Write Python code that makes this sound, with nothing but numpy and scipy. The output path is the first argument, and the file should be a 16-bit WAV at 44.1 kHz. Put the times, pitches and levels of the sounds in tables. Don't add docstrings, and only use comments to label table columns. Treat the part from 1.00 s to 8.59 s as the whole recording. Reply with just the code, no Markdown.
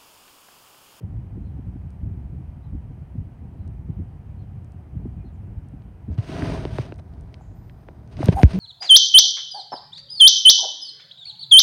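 import sys
import numpy as np
from scipy import signal
from scipy.io import wavfile
from scipy.ndimage import uniform_filter1d

SR = 44100
rng = np.random.default_rng(int(sys.argv[2]) if len(sys.argv) > 2 else 0)


def transcribe(u):
    v = np.clip(np.atleast_2d(u).T, -1, 1)
    q = np.round(v * 32767).astype(np.int16)
    wavfile.write(sys.argv[1], SR, q)


N = 334719
TIME = np.arange(N) / SR


def from_db(db):
    return 10 ** (np.asarray(db) / 20)


def unit_rms(x):
    return x / np.sqrt(np.mean(x ** 2) + 1e-20)


def curves(rows):
    times_s, *columns = np.transpose(rows)
    return [np.interp(TIME, times_s, column) for column in columns]


def envelope(start_s, hold_s, rise_s, fall_s):
    early = np.maximum(start_s - TIME, 0)
    late = np.maximum(TIME - start_s - hold_s, 0)
    return np.exp(-np.minimum(early / rise_s + late / fall_s, 30))


def band(x, low_hz, high_hz, order=4):
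    edges = np.clip([low_hz, high_hz], 10, .47 * SR)
    return signal.sosfilt(signal.butter(order, edges, "band", fs=SR, output="sos"), x)


def lowpass(x, cutoff_hz):
    return signal.sosfilt(signal.butter(2, cutoff_hz, fs=SR, output="sos"), x + 1e-18)


def resonate(x, bands):
    for low_hz, high_hz, gain_db in bands:
        x = x + (from_db(gain_db) - 1) * band(x, low_hz, high_hz, order=1)
    return x


def drift(rate_hz):
    step, settle = 40, 2000
    pole = np.exp(-2 * np.pi * rate_hz * step / SR)
    white = rng.standard_normal(N // step + settle + 2)
    slow = signal.lfilter([1], [1, -2 * pole, pole * pole], white)[settle:]
    return np.interp(np.arange(N) / step, np.arange(len(slow)), unit_rms(slow))


def coloured_noise(spectrum, flicker_db):
    hz, db = np.transpose(spectrum)
    edges = 20 * 2 ** (np.arange(30) / 3)
    white, out = rng.standard_normal((2, N)), 0
    for k, (low, high) in enumerate(zip(edges, edges[1:])):
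        centre = np.sqrt(low * high)
        if hz[0] < centre < hz[-1]:
            level_db = np.interp(np.log(centre), np.log(hz), db) + flicker_db * drift(16)
            out = out + from_db(level_db) * band(white[k % 2], low, high)
    return unit_rms(out)


def noise_band(low_hz, high_hz, order):
    return unit_rms(band(rng.standard_normal(N), low_hz, high_hz, order))


def thin_tone(start_s, fade_s, centre_hz, width_hz, order, rise_s=.008):
    tone = noise_band(centre_hz - width_hz / 2, centre_hz + width_hz / 2, order)
    return envelope(start_s, 0, rise_s, fade_s) * tone


def impulses(per_s):
    return ((rng.random(N) < per_s / SR) + 1e-18) * rng.standard_normal(N)


def steadied(x, span_s):
    power = np.abs(uniform_filter1d(x ** 2, int(span_s * SR)))
    return x / np.sqrt(power + 1e-9)


def add(out, start_s, sound):
    start = round(start_s * SR)
    out[start:start + len(sound)] += sound[:N - start]


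# frequency_hz, relative_db
TRAFFIC_SPECTRUM = [(150, 5), (300, 5), (450, -3.5), (600, -5), (780, -0.5), (1000, -10), (1300, -13.5),
                    (1600, -15.5), (2700, -20.5), (3600, -30.5), (6500, -36), (8800, -38.5), (12000, -37),
                    (15000, -42)]
def traffic(level_db=-55):
    wash = coloured_noise(TRAFFIC_SPECTRUM, flicker_db=0.6)
    turned = np.interp(TIME, [5.2, 5.8], [0, 1])
    tyre_hiss = band(wash, 1900, 3600, order=1)
    return from_db(level_db) * (wash - turned * tyre_hiss)


# start_s, level_db, top_hz, fall_hz, length_s
BIRD_CHIRPS = [(0.436, -73, 4200, 800, 0.068), (1.625, -72, 4000, 850, 0.063), (2.59, -76, 4170, 500, .045),
               (3.383, -71, 4220, 900, 0.062), (4.186, -68, 2440, 80, 0.054), (4.245, -69, 4200, 750, .055),
               (4.332, -75.5, 7400, 2500, .036), (4.45, -72, 2650, 60, .04)]
def birds(lower_ratio=.89, crest=.33, echo_s=0.021, echo_db=-9):
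    out = np.zeros(N)
    for start_s, level_db, top_hz, fall_hz, length_s in BIRD_CHIRPS:
        progress = np.linspace(0, 1, int(length_s * SR))
        pitch_hz = top_hz - fall_hz * ((progress - crest) / (1 - crest)) ** 2
        waver = 1 + .016 * drift(300)[:len(progress)]
        phase = 2 * np.pi * np.cumsum(pitch_hz * waver) / SR
        voices = (1 - progress / 2) * np.sin(phase) + progress / 2 * np.sin(lower_ratio * phase)
        swell = np.sqrt(np.abs(np.sin(np.pi * progress)))
        add(out, start_s, from_db(level_db) * swell * voices)
    return out + from_db(echo_db) * np.interp(TIME - echo_s, TIME, out)


def whine(start_s=6.56, level_db=-73.5, fade_s=0.22):
    high = thin_tone(start_s, fade_s, centre_hz=13700, width_hz=110, order=1)
    low = thin_tone(start_s, 2 * fade_s, centre_hz=4970, width_hz=98, order=1)
    return from_db(level_db) * high + from_db(level_db - 8.5) * low


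def buzz(start_s=6.415, level_db=-74, fade_s=0.15):
    return from_db(level_db) * thin_tone(start_s, fade_s, centre_hz=6850, width_hz=1200, order=3)


# time_s, level_db
BREEZE_LEVELS = [(0, -34.5), (1.7, -38.5), (2.3, -39.5), (3.3, -38.5), (4.95, -41), (6.0, -37.5),
                 (6.85, -46), (7.2, -35)]
# start_s, length_s, level_db
WIND_GUSTS = [(0, 0.22, -37.5), (0.418, 0.42, -37.5), (1.034, 0.16, -31.2), (1.255, 0.17, -36.5),
              (1.703, 0.2, -37), (2.143, 0.069, -33), (2.56, 0.24, -38), (2.855, 0.18, -35),
              (3.18, 0.15, -41), (3.929, 0.24, -32.5), (4.42, 0.17, -38), (5.096, 0.032, -27.5),
              (5.632, 0.12, -34), (6.178, 0.021, -32), (6.477, 0.25, -40.5)]
def airflow(rise_s=0.0098, fall_s=0.025):
    breeze_db, = curves(BREEZE_LEVELS)
    gust_power = sum((from_db(level_db) * envelope(start_s, length_s, rise_s, fall_s)) ** 2
                     for start_s, length_s, level_db in WIND_GUSTS)
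    return np.sqrt(from_db(breeze_db) ** 2 + gust_power)


# frequency_hz, relative_db
DEEP_SPECTRUM = [(20, -35), (30, -25), (45, -4), (65, 2.5), (100, 1), (140, -5.5), (190, -17), (280, -44.5)]
UPPER_SPECTRUM = [(100, -5.5), (150, 0), (190, 1.5), (250, -10.5), (350, -18), (500, -27.5), (900, -45)]
def rumble(air, rub, deep_shake_db=1.5, upper_shake_db=-1, upper_growth=1.22):
    eddies = from_db(-46 + 2.5 * drift(35))
    upper_air = eddies * (air / from_db(-35.5)) ** upper_growth
    flutter = from_db(2.5 * drift(14))
    deep_noise = steadied(coloured_noise(DEEP_SPECTRUM, flicker_db=1.5), span_s=0.078)
    upper_noise = steadied(coloured_noise(UPPER_SPECTRUM, flicker_db=2.5), span_s=0.039)
    deep = np.hypot(air, from_db(deep_shake_db) * rub) * deep_noise
    upper = np.hypot(upper_air, from_db(upper_shake_db) * rub) * upper_noise
    return flutter * (deep + upper)


# time_s, relative_db
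WIND_PUFFS = [(0.373, -27.5), (0.592, -26.5), (0.756, -28), (1.042, -31.5), (1.173, -30), (1.29, -37),
              (1.905, -34), (2.153, -23.5), (2.891, -24), (2.996, -26), (3.952, -29), (4.056, -25),
              (4.245, -31.5), (4.736, -27.5), (5.082, -25)]
def puffs(swell_s=0.005, lead_s=0.006, gain_db=-2):
    out, t = np.zeros(N), TIME[:SR // 8]
    for time_s, relative_db in WIND_PUFFS:
        push = rng.standard_normal(len(t)) * t * np.exp(-t / swell_s)
        burst = band(push, 110, 295)
        add(out, time_s - lead_s, from_db(relative_db + gain_db) * burst / np.abs(burst).max())
    return out


# time_s, rub_db, hiss_db
PALM_SLIDE = [(5.19, -47.5, -59), (5.27, -50, -49.5), (5.33, -36.5, -44.5), (5.43, -33, -44),
              (5.52, -33, -43), (5.69, -43, -54.5), (5.8, -44, -46), (5.88, -47, -58.5), (5.97, -62, -74)]
# start_s, length_s, rub_db, hiss_db
FINGER_STROKES = [(5.117, 0.032, -54, -68), (5.181, 0.008, -42, -52), (5.99, 0.007, -44.5, -57),
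                  (6.104, 0.3, -59, -73.5), (6.618, 0.53, -61.5, -74.5), (7.119, 0.016, -54, -58.5),
                  (7.222, 0.068, -38, -45.5), (7.325, 0.01, -32, -43), (7.376, 0.067, -40.5, -50.5),
                  (7.508, 0.048, -42, -45)]
def friction():
    sliding = (TIME > PALM_SLIDE[0][0]) & (TIME < PALM_SLIDE[-1][0])
    rub, hiss = [sliding * from_db(db) for db in curves(PALM_SLIDE)]
    for start_s, length_s, rub_db, hiss_db in FINGER_STROKES:
        speed = envelope(start_s, length_s, rise_s=0.52 * length_s, fall_s=0.55 * length_s)
        rub = np.hypot(rub, from_db(rub_db) * speed)
        hiss = np.hypot(hiss, from_db(hiss_db) * speed)
    return rub, hiss


# low_hz, high_hz, relative_db
PALM_RESONANCES = [(141, 160, 0.5), (255, 283, -5.5), (373, 405, -7.5), (615, 672, -7), (968, 1010, -20.5)]
def scraping(wander_s=.0015):
    catches = impulses(per_s=380)
    rings = sum(from_db(db) * steadied(band(catches, low_hz, high_hz, order=2), span_s=0.058)
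                for low_hz, high_hz, db in PALM_RESONANCES)
    return np.interp(TIME + wander_s * drift(3.5), TIME, rings)


# low_hz, high_hz, relative_db
PORT_BRUSH_BANDS = [(6000, 13500, -1), (6450, 6950, -4), (9000, 9800, -7)]
def port_brush(start_s=7.362, length_s=0.068, level_db=-58):
    passing = envelope(start_s, length_s, rise_s=0.011, fall_s=0.011)
    bright = sum(from_db(db) * noise_band(low_hz, high_hz, order=2)
                 for low_hz, high_hz, db in PORT_BRUSH_BANDS)
    return from_db(level_db) * passing * bright


# frequency_hz, relative_db
RUB_SPECTRUM = [(130, -10), (270, -0.5), (400, -0.5), (550, -4.5), (850, -8), (1500, -15), (2500, -19),
                (5000, -70)]
HISS_SPECTRUM = [(700, 3.5), (1500, -2), (2700, 2), (3500, 1.5), (5200, -5.5), (6500, -10.5), (8600, -20),
                 (10000, -20), (12000, -35.5), (15000, -33)]
def rubbing(rub, hiss, grain_db=1.53, snag_db=16, body_db=-3):
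    grain = from_db(grain_db * drift(130))
    smooth = steadied(coloured_noise(RUB_SPECTRUM, flicker_db=0.5), span_s=0.073)
    body = from_db(body_db) * smooth + scraping()
    snags = from_db(snag_db) * band(impulses(per_s=80), 1200, 4200, order=3)
    treble = coloured_noise(HISS_SPECTRUM, flicker_db=1) + snags
    return grain * (rub * body + hiss * treble + port_brush())


# start_s, length_s, pitch_hz, level_db
SKIN_SQUEAKS = [(7.367, 0.038, 793, -25), (7.545, 0.063, 191.5, -21)]
def squeaks(waver=0.0292, arch=0.065, slip_db=3, overtone_db=-34, undertone_db=-20):
    out, unsteady = 0, 1 + waver * drift(92)
    for start_s, length_s, pitch_hz, level_db in SKIN_SQUEAKS:
        from_middle = np.minimum(np.abs(TIME - start_s - length_s / 2) / (length_s / 2), 1)
        slip_hz = pitch_hz * unsteady * (1 - arch * from_middle ** 2)
        phase = 2 * np.pi * np.cumsum(slip_hz) / SR
        tone = np.sin(phase) + from_db(overtone_db) * np.sin(2 * phase)
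        tone += from_db(undertone_db) * np.sin(phase / 2)
        out = out + from_db(level_db) * envelope(start_s, length_s, rise_s=0.0048, fall_s=0.016) * tone
    return np.sqrt(2) * from_db(slip_db * drift(170)) * out


# start_s, level_db, centre_hz
CASE_TICKS = [(.905, -49.5, 5960), (2.678, -49.5, 5600), (3.646, -50, 5970), (3.721, -50, 5700),
              (4.687, -51, 6400), (4.821, -51, 2700), (5.129, -51, 4370), (5.144, -48, 4400),
              (5.187, -34.5, 2060), (5.4225, -21, 1450), (5.6523, -24.5, 2660), (5.7846, -28, 3030),
              (5.9228, -32.5, 2080), (5.942, -47, 4000), (5.959, -50, 5200), (5.9818, -51, 6140),
              (6.138, -50, 2940), (6.21, -48, 5740), (6.3425, -32, 2900), (6.697, -40, 2300),
              (6.8867, -38.5, 1900), (7.076, -50, 4400), (7.127, -54, 3700), (7.1696, -34, 3000),
              (7.2207, -29, 1720), (7.243, -32, 11000), (7.2583, -23, 4270), (7.258, -28, 9000),
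              (7.2847, -21, 2640), (7.2861, -24, 1450), (7.3275, -27.5, 1800), (7.397, -33, 3500),
              (7.4166, -29, 2400), (7.4276, -24, 2980), (7.4324, -17, 4100), (7.4322, -9.5, 1660),
              (7.451, -32, 2400)]
def ticks(spread=1.55, rattle=0.067, rattle_s=0.0017):
    out, t = np.zeros(N), TIME[:SR // 40]
    for start_s, level_db, centre_hz in CASE_TICKS:
        force = (t == 0) + rattle * rng.standard_normal(len(t)) * np.exp(-t / rattle_s)
        click = band(force, centre_hz / spread, centre_hz * spread, order=3)
        add(out, start_s, from_db(level_db) * click / np.abs(click).max())
    return lowpass(out, cutoff_hz=12000)


# start_s, level_db, swell_s, sweep_cycles, final_hz
HAND_KNOCKS = [(4.054, -34, 0.0033, 0.25, 286), (5.184, -12.5, 0.0078, 0.063, 104),
               (5.293, -24.5, 0.003, 0.14, 270), (5.421, -21.5, 0.008, .12, 270),
               (5.652, -20, 0.0031, 0.93, 140), (5.784, -20, 0.0044, 1.93, 52),
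               (5.793, -17, 0.0075, 0.058, 106), (5.9222, -28, 0.003, 0.77, 169),
               (6.4105, -41, .0014, .25, 650), (6.886, -34, 0.0022, 1.36, 134),
               (7.1905, -31, .002, .1, 620), (7.204, -17.5, 0.0037, 0.086, 283),
               (7.2293, -16.5, 0.0018, 0.57, 412), (7.237, -12.5, 0.0083, 0.032, 109),
               (7.27, -19.5, 0.0045, .03, 198), (7.2852, -12, .003, 0.27, 379),
               (7.2882, 1, 0.0034, 0.1, 114.4), (7.299, -12.5, 0.0048, 0.1, 111),
               (7.345, -17.5, 0.0095, 0.062, 61), (7.432, 2.5, .013, 0.67, 40.2)]
def knocks(contact_s=0.000432):
    out, t = np.zeros(N), TIME[:SR // 6]
    for start_s, level_db, swell_s, sweep_cycles, final_hz in HAND_KNOCKS:
        cycles = final_hz * t + sweep_cycles * np.log1p(t / contact_s)
        age = t / swell_s
        swell = np.sqrt(age * np.exp((1 - age ** 2) / 2))
        add(out, start_s, from_db(level_db) * swell * np.sin(2 * np.pi * cycles))
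    return lowpass(out, cutoff_hz=2500)


# low_hz,
# high_hz, gain_db
CASE_RESONANCES = [(610, 667, 2.5), (1465, 1600, 3.5), (1950, 2000, 2.5), (2900, 4300, -3.5),
                   (4830, 4960, 1), (7100, 7950, -9), (8250, 9300, 2), (13000, 15000, 4)]
def handling(rub, hiss):
    return resonate(rubbing(rub, hiss) + knocks() + ticks(), CASE_RESONANCES) + squeaks()


def scene():
    faint_tones = whine() + buzz()
    rub, hiss = friction()
    hand = handling(rub, hiss)
    distance = traffic() + birds()
    buffeting = rumble(airflow(), rub) + puffs()
    return (distance + faint_tones + buffeting + hand)[None]


# low_hz, high_hz, gain_db
PORT_RESONANCES = [(7300, 8050, -3), (8250, 9100, 6)]
def record(dry, cutoff_hz=15800):
    heard = resonate(dry, PORT_RESONANCES)
    rounded = heard / (1 + heard ** 6) ** (1 / 6)
    return signal.sosfilt(signal.ellip(10, .1, 80, cutoff_hz, fs=SR, output="sos"), rounded)


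dry = scene()
out = record(dry)
transcribe(out)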